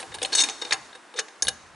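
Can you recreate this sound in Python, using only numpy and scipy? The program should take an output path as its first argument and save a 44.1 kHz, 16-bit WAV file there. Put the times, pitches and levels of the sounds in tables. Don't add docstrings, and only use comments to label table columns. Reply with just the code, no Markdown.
import sys
import numpy as np
from scipy import signal
from scipy.fft import rfft, irfft
from scipy.io import wavfile

SR = 44100
rng = np.random.default_rng(int(sys.argv[2]) if len(sys.argv) > 2 else 0)


def bounce(signal):
    frames = np.transpose(np.atleast_2d(signal))
    limited = np.clip(frames, -1, 1)
    pcm = np.round(limited * 32767).astype(np.int16)
    wavfile.write(sys.argv[1], SR, pcm)


N = 77175

# f/Hz, level/dB, t60/s
CYLINDER_MODES = [(1620, -11, .06), (2904, -13, .07), (3664, -7, .07), (3702, -2.5, .085), (3765, -8, .06),
                  (4289, -5.5, .08), (4370, -6, .05), (5438, -7, .07), (6179, -5, .085), (6690, -11, .07),
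                  (7910, -8, .04), (8384, -10, .05), (10023, -16, .1)]
GUN_WIDTH, HUSH_WIDTH = 0.23, 0.29
BASS_ROLLOFF_HZ = 150


def scene():
    gun = knocks() + snaps() + clicks()
    highpass = signal.butter(2, BASS_ROLLOFF_HZ, "high", fs=SR, output="sos")
    gun = signal.sosfilt(highpass, gun + free_ring(gun))
    pan_db = 1
    panned = gun * amp([[pan_db / 2], [-pan_db / 2]])
    return panned + room(gun) + hands() + hush()


def clicks():
    click_table = [(0.001, 0.0042, -41.5, -44, -41.5, -57, -37, -18, 6, 8710),
                   (0.0281, 0.00079, -39, -40, -42, -61, -48, -5, -11, 2904),
                   (0.119, 0.0051, -46.5, -43.5, -44.5, -59, -64, -2, 0, 3720),
                   (0.141, 0.0082, -40.5, -39, -36.5, -45, -38, -9, -5, 8710),
                   (0.155, 0.001, -67, -52, -44, -65, -44, -17, -15, 8710),
                   (0.1847, 0.0021, -48.5, -42.5, -40, -62, -48, -12, 7, 4289),
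                   (0.217, 0.0026, -36.5, -34.5, -32, -51, -40.5, -16, -21, 3765),
                   (0.228, 0.0044, -37, -33, -34.5, -31.5, -28, -7, -7, 8600),
                   (0.2484, 0.0024, -46.5, -32, -27.5, -45, -40, -14, -4, 4289),
                   (0.255, 0.0043, -42.5, -40, -48, -41, -36.5, -26, -19, 8385),
                   (0.323, 0.0062, -39.5, -33, -27, -44, -38, -2, 6.5, 4289),
                   (0.329, 0.01, -40, -35.5, -22.5, -28.5, -40, 4, -26, 4385),
                   (0.3494, 0.0075, -48.5, -29, -25, -19.5, -22, 2.5, 2.5, 7910),
                   (0.366, 0.015, -40, -35, -27, -30.5, -27, 9.5, -5, 8385),
                   (0.3802, 0.014, -43, -25.5, -16.5, -18, -26, 10.5, -12, 6180),
                   (0.4004, 0.012, -48, -26, -17, -18, -22.5, 2, -13, 3702),
                   (0.42, 0.0022, -49, -34, -59, -18, -29.5, -15, -7, 6675),
                   (0.4367, 0.0026, -44.5, -26, -25.5, -24.5, -29.5, -4, -1, 3765),
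                   (0.487, 0.002, -38.5, -34, -32, -38, -42, -24, -12, 2480),
                   (0.4971, 0.0015, -62, -37, -37.5, -30.5, -46, -1, -5, 3765),
                   (0.6153, 0.0048, -55, -44, -30.5, -43, -46, 12, 3, 3765),
                   (0.621, 0.0019, -38.5, -36, -34.5, -37, -47, -0.5, -10, 3765),
                   (0.6492, 0.0018, -42.5, -39.5, -37, -43, -56, -1, -2, 3765),
                   (0.7087, 0.0032, -39, -28.5, -27.5, -37, -46, 4, -10, 3702),
                   (0.723, 0.00076, -37.5, -19, -33.5, -27, -42, -9, -10.5, 1705),
                   (0.7257, 0.0071, -40.5, -29, -29, -24.5, -32, -12, -4.5, 6670),
                   (0.741, 0.0011, -46.5, -33, -39.5, -44, -46, -11, -19, 2480),
                   (0.929, 0.0018, -55, -50, -48, -68, -71, 10, -4, 3830),
                   (0.95, 0.009, -47.5, -44, -46.5, -57.5, -52, 2, 0, 3765),
                   (1.14, 0.0034, -44, -51, -47.5, -66, -53.5, -12, 7, 3712),
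                   (1.16, 0.013, -50, -41, -41.5, -41, -56, 5, -10, 3702),
                   (1.173, 0.016, -44, -41.5, -31.5, -46, -45, 0, -12, 3702),
                   (1.1893, 0.0058, -34.5, -29, -30.5, -25, -34, -11, -5, 5363),
                   (1.197, 0.0049, -46, -39, -32.5, -30.5, -62, -5, -1, 6235),
                   (1.283, 0.0013, -55, -44.5, -53.5, -49.5, -65, -9, -5, 1705),
                   (1.4225, 0.0025, -40, -34, -31, -20, -27, 0, 5, 10022),
                   (1.4505, 0.0034, -46.5, -41, -43, -49, -42, -3, -6, 4385),
                   (1.47, 0.0013, -42.5, -38, -26.5, -41, -35, 17.5, 0, 3765),
                   (1.482, 0.0067, -36, -33.5, -23.5, -25.5, -33.5, -16.5, 1, 3765)]
    out = np.zeros((2, N))
    for start, length, *band_db, cylinder_db, lockwork_db, favoured_hz in click_table:
        add(out, start, click(length, band_db, cylinder_db, lockwork_db, favoured_hz))
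    return out


def click(length, band_db, cylinder_db, lockwork_db, favoured_hz, size=12288):
    # f/Hz, level/dB, t60/s
    lockwork_modes = [(1640, 1, 0.03), (1706, -4.5, 0.064), (2386, -11.5, 0.07), (2915, -8.5, 0.15),
                      (3710, -11, 0.075), (4380, -14, .028), (5487, 3, 0.019), (5567, 0, 0.025),
                      (6235, 1, 0.039), (6660, 1, 0.058), (8000, -26, 0.1), (8650, 0, 0.06),
                      (10022, -6, 0.22)]
    # f/Hz, level/dB, t60/s
    frame_modes = [(464, 0, 0.057), (529, -1.5, 0.041), (799, -3.5, 0.047), (1047, -7, 0.095)]
    frame_db, attack_s = -4, 0.00017
    t = np.arange(size) / SR
    drive = chatter(t, length)
    body = clack(t, drive)
    for modes, db in ((CYLINDER_MODES, cylinder_db), (lockwork_modes, lockwork_db), (frame_modes, frame_db)):
        body = body + amp(db) * ring(drive, modes, favoured_hz)
    body = body * (1 - np.exp(-t / attack_s))
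    return spread(set_bands(body, band_db), GUN_WIDTH)


def chatter(t, length):
    first_hit, contacts_per_s, fade_s, scrape_s = 3.85, 4500, .0009, 0.0087
    hold = np.exp(-np.maximum(t - length, 0) / fade_s)
    contacts = rng.random(len(t)) < contacts_per_s / SR
    drive = rng.standard_normal(len(t)) * contacts * hold
    drive[0] = first_hit * np.exp(-length / scrape_s)
    return drive


def clack(t, drive):
    # f/Hz, level/dB
    clack_colour = [(60, -57), (180, -20), (300, 6.5), (450, 5.5), (640, -2.5), (1000, 2), (1300, -5),
                    (1700, -1.5), (2500, 2), (3400, 0.5), (4400, 0.5), (5500, 3.5), (5900, -8), (6750, 7),
                    (7400, -3.5), (8600, 6), (9500, -2), (10400, -4), (11200, -9.5)]
    clack_t60_s, clack_db = 0.029, 0.5
    decay = amp(-60 * t / clack_t60_s)
    energy = abs(signal.fftconvolve(drive ** 2, decay ** 2)[:len(t)])
    grains = rng.standard_normal((2, len(t))) * np.sqrt(energy)
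    return amp(clack_db) * np.sqrt(2) * unit(colour(grains, clack_colour))


def ring(drive, modes, favoured_hz):
    detune = .0015
    spread_db, favour_db, favour_width_hz = -0.14, 8.5, 48
    t = np.arange(len(drive)) / SR
    out = np.zeros((2, len(t)))
    for hz, db, t60 in modes:
        mode_hz = hz * (1 + detune * rng.standard_normal())
        mode = np.cos(2 * np.pi * (mode_hz * t + rng.random())) * amp(-60 * t / t60)
        favour = favour_db / (1 + ((hz - favoured_hz) / favour_width_hz) ** 2)
        level_db = db + favour + spread_db * rng.standard_normal()
        signs = np.array([[1], [rng.choice([-1, 1])]])
        out += amp(level_db) * signs * unit(signal.fftconvolve(drive, mode)[:len(t)])
    return out / np.linalg.norm(amp([m[1] for m in modes]))


def set_bands(body, band_db):
    edges_hz = [300, 1200, 3200, 5000, 7500, 11500]
    bass_rolloff_db = -5.5
    size = body.shape[1]
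    hz = np.fft.rfftfreq(size, 1 / SR)
    power = abs(rfft(body[0])) ** 2 * 2 / size / (.01 * SR)
    tilt = []
    for lo, hi, db in zip(edges_hz, edges_hz[1:], band_db):
        band_power = power[(hz >= lo) & (hz < hi)].sum()
        tilt.append((np.sqrt(lo * hi), db - 10 * np.log10(band_power)))
    bass = (BASS_ROLLOFF_HZ, tilt[0][1] + bass_rolloff_db)
    return colour(body, [bass] + tilt)


def snaps():
    # t/s, f/Hz, level/dB, t60/s
    snap_table = [(.2308, 3460, -18.5, 0.02), (.2492, 4110, -19.5, 0.02), (.7218, 2150, -7.5, 0.006),
                  (.7266, 4484, -11.5, 0.028), (1.1892, 1770, -9.5, 0.0076), (1.1893, 4330, -21, 0.022),
                  (1.4228, 4590, -16, .018), (1.4228, 6594, -15.5, 0.038), (1.4495, 4470, -30, 0.035),
                  (1.4834, 1654, -18, 0.035), (1.4809, 2915, -20, 0.053), (1.4832, 9900, -16, 0.03),
                  (1.483, 10860, -15.5, 0.017)]
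    rise_s = 0.00016
    out = np.zeros((2, N))
    for start, hz, db, t60 in snap_table:
        add(out, start, amp(db) * struck(hz, rise_s, t60))
    return out


def knocks():
    # t/s, f/Hz, level/dB
    knock_table = [(.217, 494, -30), (.23, 788, -42), (.25, 557, -33), (0.619, 472, -40),
                   (.652, 493, -37.5), (1.154, 457, -31.5), (1.18, 448, -33), (1.466, 233, -37)]
    rise_s, t60_s = 0.0015, 0.073
    out = np.zeros((2, N))
    for start, hz, db in knock_table:
        add(out, start, amp(db) * struck(hz, rise_s, t60_s))
    return out


def struck(hz, rise, t60):
    t = np.arange(0, t60, 1 / SR)
    envelope = (1 - np.exp(-t / rise)) ** 2 * amp(-60 * t / t60)
    return (envelope * np.sin(2 * np.pi * hz * t))[None]


def free_ring(gun):
    latch_s, t60_s, ring_db = .72, 0.88, -1.5
    loose = np.arange(N) < latch_s * SR
    modes = [(hz, db, t60_s) for hz, db, _ in CYLINDER_MODES]
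    return amp(ring_db) * spread(ring(gun[0] * loose, modes, 0), GUN_WIDTH)


def hands():
    # t/s, level/dB
    rub_level = [(0, -38), (.04, -46.5), (.12, -48.5), (.2, -48.5), (.29, -43.5), (.45, -35.5), (.58, -47),
                 (.68, -42), (.8, -51), (.86, -49), (.9, -52), (.93, -52.5), (1.0, -56), (1.6, -54.5),
                 (1.75, -58)]
    # f/Hz, level/dB per Hz
    rub_colour = [(100, -21), (190, -9), (300, 2.5), (550, -3.5), (800, 1), (1600, -0.5), (2500, -5.5),
                  (3700, -4.5), (5000, -6.5), (8600, -9.5), (11000, -15)]
    # t/s, level/dB
    bump_level = [(0, -68.5), (.05, -74), (.095, -51.5), (.2, -60), (.254, -54), (.29, -63), (.38, -66.5),
                  (.68, -75.5), (.735, -55.5), (.95, -76), (.99, -84), (1.25, -91), (1.41, -74),
                  (1.452, -45.5), (1.5, -52), (1.58, -64), (1.62, -62), (1.75, -60)]
    # f/Hz, level/dB per Hz
    bump_colour = [(20, -21), (45, -6.5), (75, 5.5), (120, 3), (175, -2.5), (300, -15), (600, -42),
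                   (1500, -70)]
    t = np.arange(N) / SR
    rub_gain = amp(np.interp(t, *np.transpose(rub_level)))
    bump_gain = amp(np.interp(t, *np.transpose(bump_level)))
    rub = rub_gain * noise(rub_colour, HUSH_WIDTH, grain_db=2.5)
    return rub + bump_gain * noise(bump_colour, width=0.34)


def room(x):
    # f/Hz, t60/s
    room_t60 = [(150, 0.5), (500, 0.21), (1400, 0.23), (3500, 0.76), (6500, 0.63), (10000, 0.2)]
    # f/Hz, level/dB
    room_level = [(100, -17), (240, 13.5), (450, -15), (760, 3), (1050, -2), (1700, -15.5), (3500, -25.5),
                  (6500, -18.5), (10000, -28.5)]
    delay_s, room_width = .006, 0.39
    hz, t, z = signal.stft(rng.standard_normal((2, SR)), SR, nperseg=256)
    t60 = read(room_t60, hz)[:, None]
    decay = amp(read(room_level, hz)[:, None] - 60 * t / t60)
    z = z * decay * np.sqrt(2 * np.log(1000) / (t60 * SR))
    tail = spread(signal.istft(z, SR, nperseg=256)[1], room_width)
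    out = np.zeros((2, N))
    add(out, delay_s, signal.fftconvolve(x.mean(0)[None], tail, axes=1))
    return out


def hush():
    # f/Hz, level/dB per Hz
    hush_colour = [(25, -33), (100, -36), (190, -9), (290, -5), (800, -1.5), (1100, -1), (1600, -2),
                   (2700, -10.5), (3600, -18), (5000, -32), (11000, -25)]
    hush_db = -52.5
    return amp(hush_db) * noise(hush_colour, HUSH_WIDTH)


def noise(spectrum, width, grain_db=0):
    grain_gain = amp(grain_db * np.minimum(rng.exponential(1, N), 5))
    grains = rng.standard_normal((2, N)) * grain_gain
    shaped = irfft(rfft(grains) * amp(read(spectrum, np.fft.rfftfreq(N, 1 / SR))), N)
    return unit(spread(shaped, width)) * np.sqrt(2 * N)


def amp(db):
    return 10 ** (np.asarray(db) / 20)


def unit(x):
    return x / np.sqrt(np.sum(x ** 2) + 1e-20)


def read(points, hz):
    f, value = np.transpose(points)
    return np.interp(np.log(hz + 1), np.log(f + 1), value)


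def add(mix, s, sound):
    part = mix[:, max(0, round(s * SR)):][:, :sound.shape[1]]
    part += sound[:, :part.shape[1]]


def colour(x, points, size=2048):
    log_gain = np.log(amp(read(points, abs(np.fft.fftfreq(size, 1 / SR)))))
    taps = np.fft.ifft(np.exp(np.conj(signal.hilbert(log_gain)))).real[:size // 2]
    return signal.fftconvolve(x, taps[None], axes=1)[:, :x.shape[1]]


def spread(pair, width):
    return np.array([pair[0] + width * pair[1], pair[0] - width * pair[1]])


def record(dry):
    edge_hz = 11080
    lowpass = signal.firwin(301, edge_hz, window=("kaiser", 8), fs=SR)
    return signal.oaconvolve(dry, lowpass[None], "same")


dry = scene()
out = record(dry)
bounce(out)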